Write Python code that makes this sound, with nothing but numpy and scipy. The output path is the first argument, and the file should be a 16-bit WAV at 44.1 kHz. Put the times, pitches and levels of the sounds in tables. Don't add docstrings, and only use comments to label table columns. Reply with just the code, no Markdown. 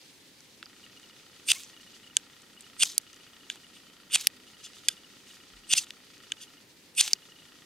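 import sys
import numpy as np
from scipy import signal
from scipy.fft import rfft, irfft, next_fast_len
from scipy.io import wavfile

SR = 44100
rng = np.random.default_rng(int(sys.argv[2]) if len(sys.argv) > 2 else 0)


def volts(x):
    e = np.asarray(x, float) / 20
    return 10 ** e


def dump(signal):
    limited = np.clip(np.atleast_2d(signal).T, -1, 1)
    pcm = np.round(limited * 32767).astype(np.int16)
    wavfile.write(sys.argv[1], SR, pcm)


N = 337365


def rms_one(x):
    return x / np.sqrt(np.mean(x ** 2) + 1e-20)


def at_hz(points, hz):
    point_hz, value = np.transpose(points)
    return np.interp(np.log(hz), np.log(point_hz), value)


def high_pass(x, hz):
    return signal.sosfilt(signal.butter(4, hz, "high", fs=SR, output="sos"), x)


def drift(rate_hz):
    r = np.exp(-80 * np.pi * rate_hz / SR)
    noise = rng.standard_normal(N // 40 + 2002)
    slow = signal.lfilter([1], [1, -2 * r, r * r], noise)[2000:]
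    return np.interp(np.arange(N) / 40, np.arange(len(slow)), rms_one(slow))


def ring(clicks, hz, t60_s):
    r = volts(-60 / (t60_s * SR))
    w = 2 * np.pi * hz / SR
    return signal.lfilter([0, np.sin(w)], [1, -2 * r * np.cos(w), r * r], clicks + 1e-18)


def grains(per_s, spread_db):
    sizes = volts(spread_db * np.minimum(rng.exponential(1, N), 5))
    signs = rng.choice([-1, 1], N)
    return rms_one(sizes * signs * (rng.random(N) < per_s / SR))


def bank(sources, spectrum, gain_of_band):
    edges_hz = 20 * 2 ** np.arange(0, 9.9, .4)
    out = 0
    for k, (low, high) in enumerate(zip(edges_hz, edges_hz[1:])):
        hz = np.sqrt(low * high)
        if hz > spectrum[0][0]:
            band_pass = signal.butter(2, [low, high], "band", fs=SR, output="sos")
            band = signal.sosfilt(band_pass, sources[k % 2])
            out = out + volts(at_hz(spectrum, hz)) * gain_of_band(hz, band)
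    return out


def plateau(gains, start, end, levels_db, rise_db_per_s, fall_db_per_s):
    on = slice(round((start - .06) * SR), round((end + .06) * SR))
    t = np.arange(on.start, on.stop) / SR
    ramp_db = -rise_db_per_s * np.maximum(start - t, 0) - fall_db_per_s * np.maximum(t - end, 0)
    lifted = gains.copy()
    lifted[:, on] = np.maximum(gains[:, on], [volts(db + ramp_db) for db in levels_db(t - start)])
    return lifted


# mode in Hz, width in Hz, level in dB.
STEEL_MODES = [(1540, 316, -6), (2140, 207, -49), (2500, 88, -4), (2936, 380, 8.5), (3225, 120, 3.5),
               (3475, 280, 7.5), (4050, 290, -18), (4490, 310, 4), (5090, 330, 7), (6040, 1100, 4.5),
               (6220, 430, 6), (7090, 390, 0), (7030, 790, 4.5), (8470, 870, 13), (8920, 246, 6),
               (9600, 860, -4), (10340, 120, -9), (12500, 500, -16), (14400, 2100, -43)]


def rasp():
    catches = [grains(8000, spread_db=3.5) * volts(2.2 * drift(300)) for _ in range(2)]
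    groups = np.zeros((3, N))
    for k, (hz, width_hz, level_db) in enumerate(STEEL_MODES):
        uneven = volts(1.5 * drift(90))
        mode = rms_one(ring(catches[k % 2], hz, t60_s=5.8 / (width_hz + 120)))
        groups[(hz > 4100) + (hz > 7400)] += volts(level_db) * uneven * mode
    rod_top = volts(3 * drift(25)) * rms_one(ring(catches[0], 11050, t60_s=.012))
    *gains, overhang_gain = contact()
    layers = [*map(rms_one, groups), rod_top]
    steel = volts(-0.93) * np.sum(np.array(gains) * layers, axis=0)
    climb = overhang_gain * overhang(catches[1])
    hum = rms_one(high_pass(ring(catches[1], 1440, t60_s=0.0055), 1680))
    return high_pass(steel, 2880) + high_pass(climb, 2600) + volts(-21) * gains[0] * hum


# spine bites in seconds, rod slips in seconds, low blade at the slip in dB,
# gain from bite to slip in dB, rod's top mode above its ring in dB.
STROKES = [
    (1.49, 1.515, -26, 1.5, -9),
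    (2.807, 2.833, -25.5, 6.5, -20),
    (4.142, 4.154, -24, 2, -15),
    (5.703, 5.733, -21, 15.5, -17),
    (6.978, 7.007, -23, 13, -5),
]
# start in Hz, pitch at the slip in Hz, level above low blade in dB,
# rod's extra in dB.
OVERHANG = [
    (2550, 3000, 0, 1.5),
    (2660, 3400, -0.5, 2),
    (2620, 3800, 0, 4),
    (2680, 3500, -2.5, -0.5),
    (2580, 4300, 3.5, 4),
]
# start in seconds, end in seconds, low blade in dB,
# upper blade above it in dB, rod ring above it in dB.
GRAZES = [
    (4.129, 4.14, -31, -7, -6.5),
    (1.69, 1.71, -66, 8, -3),
    (7.024, 7.046, -48, 12, -3),
    (3.758, 3.774, -52.5, -6, -7.5),
    (4.643, 4.663, -46, 1, -9),
    (5.765, 5.77, -39, 2, 3),
    (5.778, 5.78, -29, 9, 1.5),
]
FREE_GRAZES = [
    (4.85, 4.867, -55, -4, -6),
    (4.903, 4.928, -48.5, -1.5, -12),
    (6.416, 6.436, -45, -2, -9.5),
]


def contact():
    gains = np.zeros((5, N))
    for (bite, slip, low_db, gain_db, top_db), (*_, free_db, rod_db) in zip(STROKES, OVERHANG):
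        def levels(age):
            low = low_db - gain_db * np.clip(1 - age / (slip - bite), 0, 1)
            left_s = np.clip(slip - bite - age, 0, .04)
            upper = low + 3.5 - 174 * left_s
            rod = low + rod_db - 4.5 + 200 * left_s
            late = low - 500 * np.maximum(-age, 0)
            return late, upper, rod, rod + top_db, late + free_db
        gains = plateau(gains, bite, slip, levels, rise_db_per_s=1120, fall_db_per_s=4000)
    for table, top_db in [(GRAZES, -21), (FREE_GRAZES, 2.5)]:
        for start, end, low_db, upper_db, rod_db in table:
            levels_db = low_db + np.array([0, upper_db, rod_db, rod_db + top_db, -9.0])
            gains = plateau(gains, start, end, lambda age: levels_db, rise_db_per_s=906, fall_db_per_s=906)
    return gains


def overhang(catches):
    climb_s, t60_s = 0.0075, 0.0091
    t, hz = np.arange(N) / SR, np.zeros(N)
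    for (_, slip, *_), (start_hz, end_hz, *_) in zip(STROKES, OVERHANG):
        near = np.abs(t - slip) < .5
        left_s = np.maximum(slip - t[near], 0)
        hz[near] = start_hz + (end_hz - start_hz) * np.exp(-left_s / climb_s)
    turn = np.exp(2j * np.pi * np.cumsum(hz) / SR)
    envelope = signal.lfilter([1], [1, -volts(-60 / (t60_s * SR))], catches / turn)
    return rms_one(np.real(turn * envelope))


def taps(table, modes, ring_share, chatter_db, chatter_s, db_5k, choke_s=.04, crack=0.92):
    s, peak_db, db_1k6, db_3k, db_9k = np.transpose(table)
    at = np.round(s * SR).astype(int)
    luck = rng.normal(0, 1, (len(s), len(modes)))
    age = np.arange(2000) / SR
    out = np.zeros((2, N))
    for k, (hz, width_hz, level_db) in enumerate(modes):
        if hz < 2200:
            group_db = db_1k6 + 8.5
        elif hz < 4100:
            group_db = db_3k - 4
        elif hz < 5500:
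            group_db = db_5k - 2.0
        elif hz < 7400:
            group_db = 0
        else:
            group_db = db_9k
        clicks = np.zeros(N)
        clicks[at] = volts(peak_db + group_db + level_db + 1.8 * luck[:, k])
        chatter = volts(chatter_db) * rng.standard_normal(600) * np.exp(-age[:600] / chatter_s)
        chatter[0] = (-1) ** k
        fall_db = -60 * age * width_hz / ring_share
        choke = np.exp(-(age / (choke_s * (1 + 2 * (hz < 2200)))) ** 4)
        decay = (crack * volts(3.46 * fall_db) + 0.3 * volts(fall_db)) * choke
        blow = np.convolve(chatter, decay * np.sin(2 * np.pi * hz * age))
        out[int(hz < 2200)] += signal.oaconvolve(clicks, blow)[:N]
    return high_pass(out[0], 1970) + out[1]


# time in seconds, peak near 6 kHz in dB,
# then modes near 1.6, 3 and 9 kHz in dB above it.
SNAPS = [
    (1.5169, -18, -6.5, 5.5, 2.5),
    (2.8331, -13, -10, -2.5, -2.5),
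    (4.1572, -18, -8.5, 5.5, 3),
    (5.7356, -10.5, -37, -2.5, -4),
    (7.0098, -8, -22, -6, -1.5),
]


def snaps():
    hits = taps(SNAPS, STEEL_MODES, 2.42, chatter_db=-27.5, chatter_s=0.0028, db_5k=-12.0)
    return volts(1.5) * high_pass(hits, 950)


# time in seconds, peak in dB.
THUDS = [
    (1.5184, -45),
    (2.8325, -32),
    (2.98, -54),
    (3.557, -48.5),
    (4.159, -33.5),
    (4.271, -60),
    (5.7384, -35),
    (7.01, -36.5),
    (7.077, -43),
]


def thuds():
    clicks = np.zeros(N)
    for s, peak_db in THUDS:
        clicks[round(s * SR)] = volts(peak_db)
    knock = ring(clicks, 815, t60_s=0.012)
    knock += volts(2.0) * ring(clicks, 320, t60_s=0.0038)
    knock += volts(-21) * ring(clicks, 190, t60_s=0.023)
    return high_pass(knock, 130)


# start in seconds, end in seconds, pitch in Hz, level in dB, rise in Hz.
SQUEALS = [
    (1.554, 1.577, 2076, -44, 180),
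    (1.555, 1.58, 1043, -56, 90),
    (3.826, 3.95, 3060, -62, 30),
    (5.78, 5.788, 2690, -20.5, 30),
]


def squeals():
    t, out = np.arange(N) / SR, 0
    for start, end, pitch_hz, level_db, rise_hz in SQUEALS:
        progress = (t - start) / (end - start)
        arch = np.sin(np.pi * np.clip(progress, 0, 1)) ** 0.44
        cycles = (pitch_hz + rise_hz * progress / 2) * (t - start)
        out = out + volts(level_db) * arch * np.sin(2 * np.pi * cycles)
    return out * volts(1.5 * drift(120))


# time in seconds, peak near 6 kHz in dB, then modes near 1.6, 3 and 9 kHz in dB above it.
TICKS = [(0.4057, -44, -10, -17, -16), (0.6277, -51.5, 22, 21, -4), (3.2655, -59, 10, 10, -8),
         (4.4005, -61, 6, 13, -10), (4.7335, -49, -7, 8, -13), (0.9974, -44.5, -7, -10, -14),
         (1.532, -38, -18, 7.5, 5), (1.5839, -46.5, -13, 5, 5), (1.6344, -36, -18, -3, -4),
         (2.4196, -44, -13, -7, -5), (2.6082, -49.5, -9, -1, 10), (2.6224, -48, -14, -4, -1),
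         (2.7955, -38, -20, 0, 5), (2.7985, -39, -14, 2, 9), (2.8007, -36, -20, 0, 8),
         (2.8128, -38, -12, 3, 4), (1.5035, -26, -20, 6, 0), (1.548, -43, -20, -10, -3),
         (1.5505, -40, -20, -8, -3), (1.557, -45, -20, -5, 6), (6.951, -47, -17, 3, -4),
         (7.0885, -40, -15, -1, -10), (2.8553, -32, -25, -8, -12), (4.1437, -34, -18, -5, 8),
         (2.8253, -27.5, -16, 12, 2), (2.8539, -28, -27, -18, -6), (3.0145, -47, -20, -12, -5),
         (3.1308, -42, -17, -10, -23), (3.1438, -47, -12, -5, -11), (3.1623, -45, -10, -14, -15),
         (3.5575, -47.5, 6, 0, -1), (4.1469, -31.5, -26, 15, 15.5), (5.8922, -55, -36, -2, -17),
         (6.18, -47, -3, -8, -11), (4.1815, -44, -20, 11, -7), (4.188, -46, -20, 6, 0),
         (4.2125, -40, -20, 9, 0), (4.2465, -42, 3, 6, -5), (7.052, -42, -15, 8, -5),
         (7.0776, -25.5, -5, 2, -8)]


def ticks():
    hits = taps(TICKS, STEEL_MODES, 1.84, chatter_db=-25.5, chatter_s=0.0033, db_5k=-5.5)
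    return high_pass(high_pass(hits, 1180), 1130)


# mode in Hz, width in Hz, level in dB.
HELD_MODES = [(1585, 83, -13.5), (2010, 890, -18.5), (2500, 440, 1), (3040, 260, 4.5), (3490, 275, 6),
              (4150, 380, -6.5), (4620, 320, 2), (4990, 260, 1), (6260, 640, 2), (6890, 550, 6.5),
              (8180, 420, 4), (8800, 600, 0.5), (11100, 340, -16.5), (12000, 400, -30)]
SETS = [
    (2.1679, -13.5, -19, 0, 3.5),
    (3.4999, -34.5, 2.5, 13, -6),
    (6.3193, -39.5, -6, -14, 1),
    (6.3199, -30, -8, 12.5, -1),
]


def sets():
    hits = taps(SETS, HELD_MODES, 4.24, chatter_db=-25.0, chatter_s=0.0016, db_5k=-3.0, choke_s=.0062)
    return high_pass(hits, 1290)


DROPS = [
    (4.8846, -12, -15, 3, 0),
    (4.8866, -21, -25, 4, -3),
]


def drops():
    hits = taps(DROPS, HELD_MODES, 4.5, chatter_db=-19.5, chatter_s=0.0015, db_5k=1.0, choke_s=0.01, crack=.6)
    return high_pass(hits, 900)


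# mode in Hz, width in Hz, level in dB.
HANDLE_MODES = [(1824, 510, -12), (3060, 1000, 1), (3430, 420, -4.5), (3640, 670, -5), (4600, 260, 0),
                (4990, 280, -0.5), (6190, 270, 1), (6880, 580, 3), (8100, 660, -5.5), (8740, 340, -2.5),
                (10300, 970, 4.5), (11360, 550, -1), (12300, 450, -5), (14100, 860, -27)]
# time in seconds, peak near 6 kHz in dB, then modes near 3, 5 and 9 kHz in dB above it.
FLICKS = [
    (0.6576, -53, 9, 24, 4),
    (2.9799, -9, -23, 1.3, 4.5),
    (4.2704, -14.5, 16, 8.2, 13.5),
    (5.906, -42, 30, 5.4, -9),
    (7.133, -28, -14, 3.2, -5),
    (7.1325, -6.5, -11, 8, -11),
]


def flicks():
    low_db = -30
    rows = [(s, db, low_db, db_3k, db_9k) for s, db, db_3k, _, db_9k in FLICKS]
    db_5k = np.array(FLICKS)[:, 3]
    hits = taps(rows, HANDLE_MODES, 2.35, chatter_db=-25.5, chatter_s=0.0016, db_5k=db_5k)
    return high_pass(hits, 1300)


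# time in seconds, peak in dB.
PINGS = [
    (3.4999, -44),
    (4.8856, -15),
]


def ping():
    s, peak_db = np.transpose(PINGS)
    clicks = np.zeros(N)
    clicks[(s * SR).astype(int)] = volts(peak_db)
    return ring(clicks, 10940, t60_s=0.014)


# frequency in Hz, level in dB per Hz.
CLOTH = [(410, -45), (700, -9.5), (1400, -6.5), (1600, -12), (2130, 3), (3370, 7.5), (5400, -5.5),
         (6150, -4), (9600, -14.5), (16000, -21.5)]


def rustle():
    gain, treble_gain = arm()
    rub = [grains(9000, spread_db=3.5) * volts(2.2 * drift(150)) for _ in range(2)]
    whole = rms_one(bank(rub, CLOTH, lambda hz, band: band * volts(2.4 * drift(34.0))))
    treble = signal.sosfilt(signal.butter(2, 6000, "high", fs=SR, output="sos"), whole)
    return volts(4) * (gain * (whole - treble) + volts(6.0) * treble_gain * treble)


# start in seconds, end in seconds, level in dB, brightness in dB.
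SWINGS = [
    (1.512, 1.637, -44.5, 7.5),
    (1.643, 1.707, -60, 6),
    (2.838, 2.956, -45, 8.5),
    (4.159, 4.256, -42.5, 5),
    (5.75, 5.777, -39.5, 1.5),
    (5.784, 5.841, -46, 7.5),
    (7.019, 7.094, -38.5, 6),
]
# time in seconds, length in seconds, level in dB, brightness in dB.
STIRS = [(2.61, .012, -63, -3), (3.13, 0.016, -65, -5), (3.502, 0.012, -49.5, 2), (3.543, .012, -57.5, 0),
         (4.205, 0.01, -45, 8.5), (4.24, 0.0086, -46, 5), (4.752, 0.037, -64.5, 9.5),
         (5.28, 0.076, -60.5, 5.5), (5.86, 0.036, -62, 3), (7.074, .008, -45.5, 11),
         (7.104, 0.016, -49, 5.5)]


def arm():
    gains = np.zeros((2, N))
    for start, end, level_db, bright_db in SWINGS:
        def levels(age):
            jerk_db = 1.5 * np.exp(-np.abs(age) / 0.0027)
            now = level_db + jerk_db - 105 * age
            return now, now + bright_db
        gains = plateau(gains, start, end, levels, rise_db_per_s=3000, fall_db_per_s=1140)
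    for s, length, level_db, bright_db in STIRS:
        levels_db = level_db, level_db + bright_db
        gains = plateau(gains, s, s + length, lambda age: levels_db, rise_db_per_s=2.3 * 611, fall_db_per_s=611)
    return gains


# frequency in Hz, left minus right in dB.
PORT_DB = [(1000, 1), (2600, -0.5), (4600, -3.5), (6300, 7), (8500, -4), (13000, -2.2)]
# frequency in Hz, left's lead in radians.
PORT_RAD = [(1000, 0.05), (2600, 0.13), (4600, 0.56), (6300, 0.68), (8500, 0.44), (13000, 2.2)]


def ports(x, echo_db):
    size = next_fast_len(N + 4096)
    hz = np.maximum(np.arange(size // 2 + 1) * SR / size, 1)
    half = volts(at_hz(PORT_DB, hz) / 2) * np.exp(.5j * at_hz(PORT_RAD, hz))
    lags_s = rng.uniform(.0004, .004, (2, 7, 1))
    echoes = volts(echo_db) * np.sum(np.exp(-lags_s / .003 - 2j * np.pi * hz * lags_s), axis=1)
    pair = irfft(rfft(x, size) * np.array([half, 1 / half]) * (1 + echoes), size)[:, :N]
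    sway = 0.22 * drift(6) * [[1], [-1]]
    return pair + sway * np.gradient(pair, axis=1)


FRAME_S = 1001 / 30000
# first step in seconds, stop in seconds.
MOTOR_RUNS = [
    (0.6640, 6.61),
    (7.154, 7.65),
]
# mode in Hz, t60 in seconds, level on the step in dB, level on the after-steps in dB.
SHELL_MODES = [(1276, 0.026, -58, -64.5), (1390, 0.034, -61.5, -61), (1892, 0.034, -57.5, -62.5),
               (2550, 0.025, -59.5, -81.5), (2920, 0.018, -55.5, -59), (3145, 0.014, -55.5, -56),
               (3540, 0.0085, -52, -62.5), (4650, 0.038, -63.5, -67)]


def motor():
    steps_s = np.concatenate([np.arange(first, stop, FRAME_S) for first, stop in MOTOR_RUNS])
    load_db = 1.5 * rng.normal(0, 1, len(steps_s))
    out = np.zeros(N)
    for hz, t60_s, step_db, after_db in SHELL_MODES:
        clicks = np.zeros(N + SR)
        for lag_s, level_db, fickle_db in [(0, step_db, 2.1), (.0075, after_db - 3, 1.9), (.021, after_db - 9, 4)]:
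            luck = rng.normal(0, 1, (len(steps_s), 2))
            at = ((steps_s + lag_s + .0005 * luck[:, 0]) * SR).astype(int)
            clicks[at] = volts(level_db + 1.0 + load_db + fickle_db * luck[:, 1])
        out += ring(clicks[:N], hz, t60_s)
    return out


# time in seconds, level in dB.
WHINES = [(.843, -49), (3.576, -54), (1.342, -58), (1.776, -50), (2.076, -50), (2.677, -55), (3.444, -54),
          (3.646, -50.5), (4.848, -55), (5.313, -51), (5.412, -54), (5.647, -52), (6.246, -56),
          (6.313, -51), (2.644, -51), (6.382, -53), (6.58, -53), (7.322, -54), (7.4, -51), (7.488, -57)]
# first whine in seconds, last whine in seconds, level in dB.
HUNTS = [(.976, 1.082, -51.5), (1.743, 1.97, -51), (2.045, 2.11, -49.5), (2.578, 2.604, -51),
         (3.077, 3.439, -53.5), (4.481, 4.748, -54), (4.98, 5.045, -50), (6.079, 6.241, -59),
         (6.482, 6.508, -54), (7.165, 7.431, -54)]


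def whines():
    rows = list(WHINES)
    for first, last, db in HUNTS:
        rows += [(s, db) for s in np.arange(first, last + FRAME_S, 2 * FRAME_S)]
    s, level_db = np.transpose(rows)
    clicks = np.zeros(N)
    clicks[((s - .008) * SR).astype(int)] = volts(level_db + 1.5 + rng.normal(0, 0.82, len(s)))
    whine = np.hanning(700) * np.sin(2 * np.pi * 2900 * np.arange(700) / SR)
    return signal.oaconvolve(clicks, whine)[:N]


# frequency in Hz, level in dB per Hz.
AIR = [(12, -49), (20, -27.5), (104, -8), (293, -2), (357, -7.5), (388, -2.5), (660, -17), (976, -11),
       (1220, -21), (1710, -10), (1860, -11.5), (2260, -13), (2910, -10.5), (4670, -11.5), (16000, -25.5)]
# time in seconds, level in dB.
LEAVES = [(0.0, -57), (0.59, -60), (1.89, -57.5), (2.22, -59.5), (3.37, -58.5), (4.13, -61.5),
          (4.71, -57.5), (6.99, -60.5), (7.65, -58.5)]
# frequency in Hz, left-right likeness from 0 to 1.
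LIKENESS = [(60, 0.3), (180, 0.9), (550, 0.73), (1650, 0.5), (4970, 0.41), (15000, 0.047)]


def outdoors():
    s, leaf_db = np.transpose(LEAVES)
    stir_db = np.interp(np.arange(N) / SR, s, leaf_db) + 60 + 1.54 * drift(25)

    def spread(hz, band):
        alike = np.clip(at_hz(LIKENESS, hz), 0, 1)
        leaf_share = np.clip(np.log(hz / 1500) / 0.92, 0, 1) * np.clip(np.log(15000 / hz) / 0.74, 0, 1)
        pair = np.sqrt(1 + alike) * band[0] + np.sqrt(1 - alike) * band[1] * [[1], [-1]]
        return pair * volts(leaf_share * stir_db + .7 * drift(8))

    noise = rng.standard_normal((2, 2, N))
    return volts(-56) * rms_one(bank(noise, AIR, spread))


# width in seconds, level in dB.
GUST = (0.029, -57)


def gust():
    peak_s, (width_s, level_db) = 5.555, GUST
    age = np.maximum(np.arange(N) / SR - peak_s + width_s, 0) / width_s
    return volts(level_db) * age * np.exp(1 - age) * np.sin(2 * np.pi * 55 * width_s * age ** 0.82)


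def scene():
    stroke = rasp() + snaps() + squeals() + thuds()
    handling = ticks() + sets() + drops() + flicks() + ping()
    near = ports(stroke, echo_db=-30.0) + ports(handling, echo_db=-27.0) + ports(rustle(), echo_db=-44)
    camera = (motor() + whines()) * volts(np.array([[.4], [-.4]]))
    return near + camera + outdoors() + gust()


def low_pass(x):
    return signal.sosfilt(signal.butter(12, 17070, fs=SR, output="sos"), x)


def record(dry):
    rounded = dry / (1 + dry ** 4) ** (1 / 4)
    top_cut = signal.cheby2(10, 70, 17300, fs=SR, output="sos")
    return low_pass(signal.sosfilt(top_cut, rounded))


dry = scene()
out = record(dry)
dump(out)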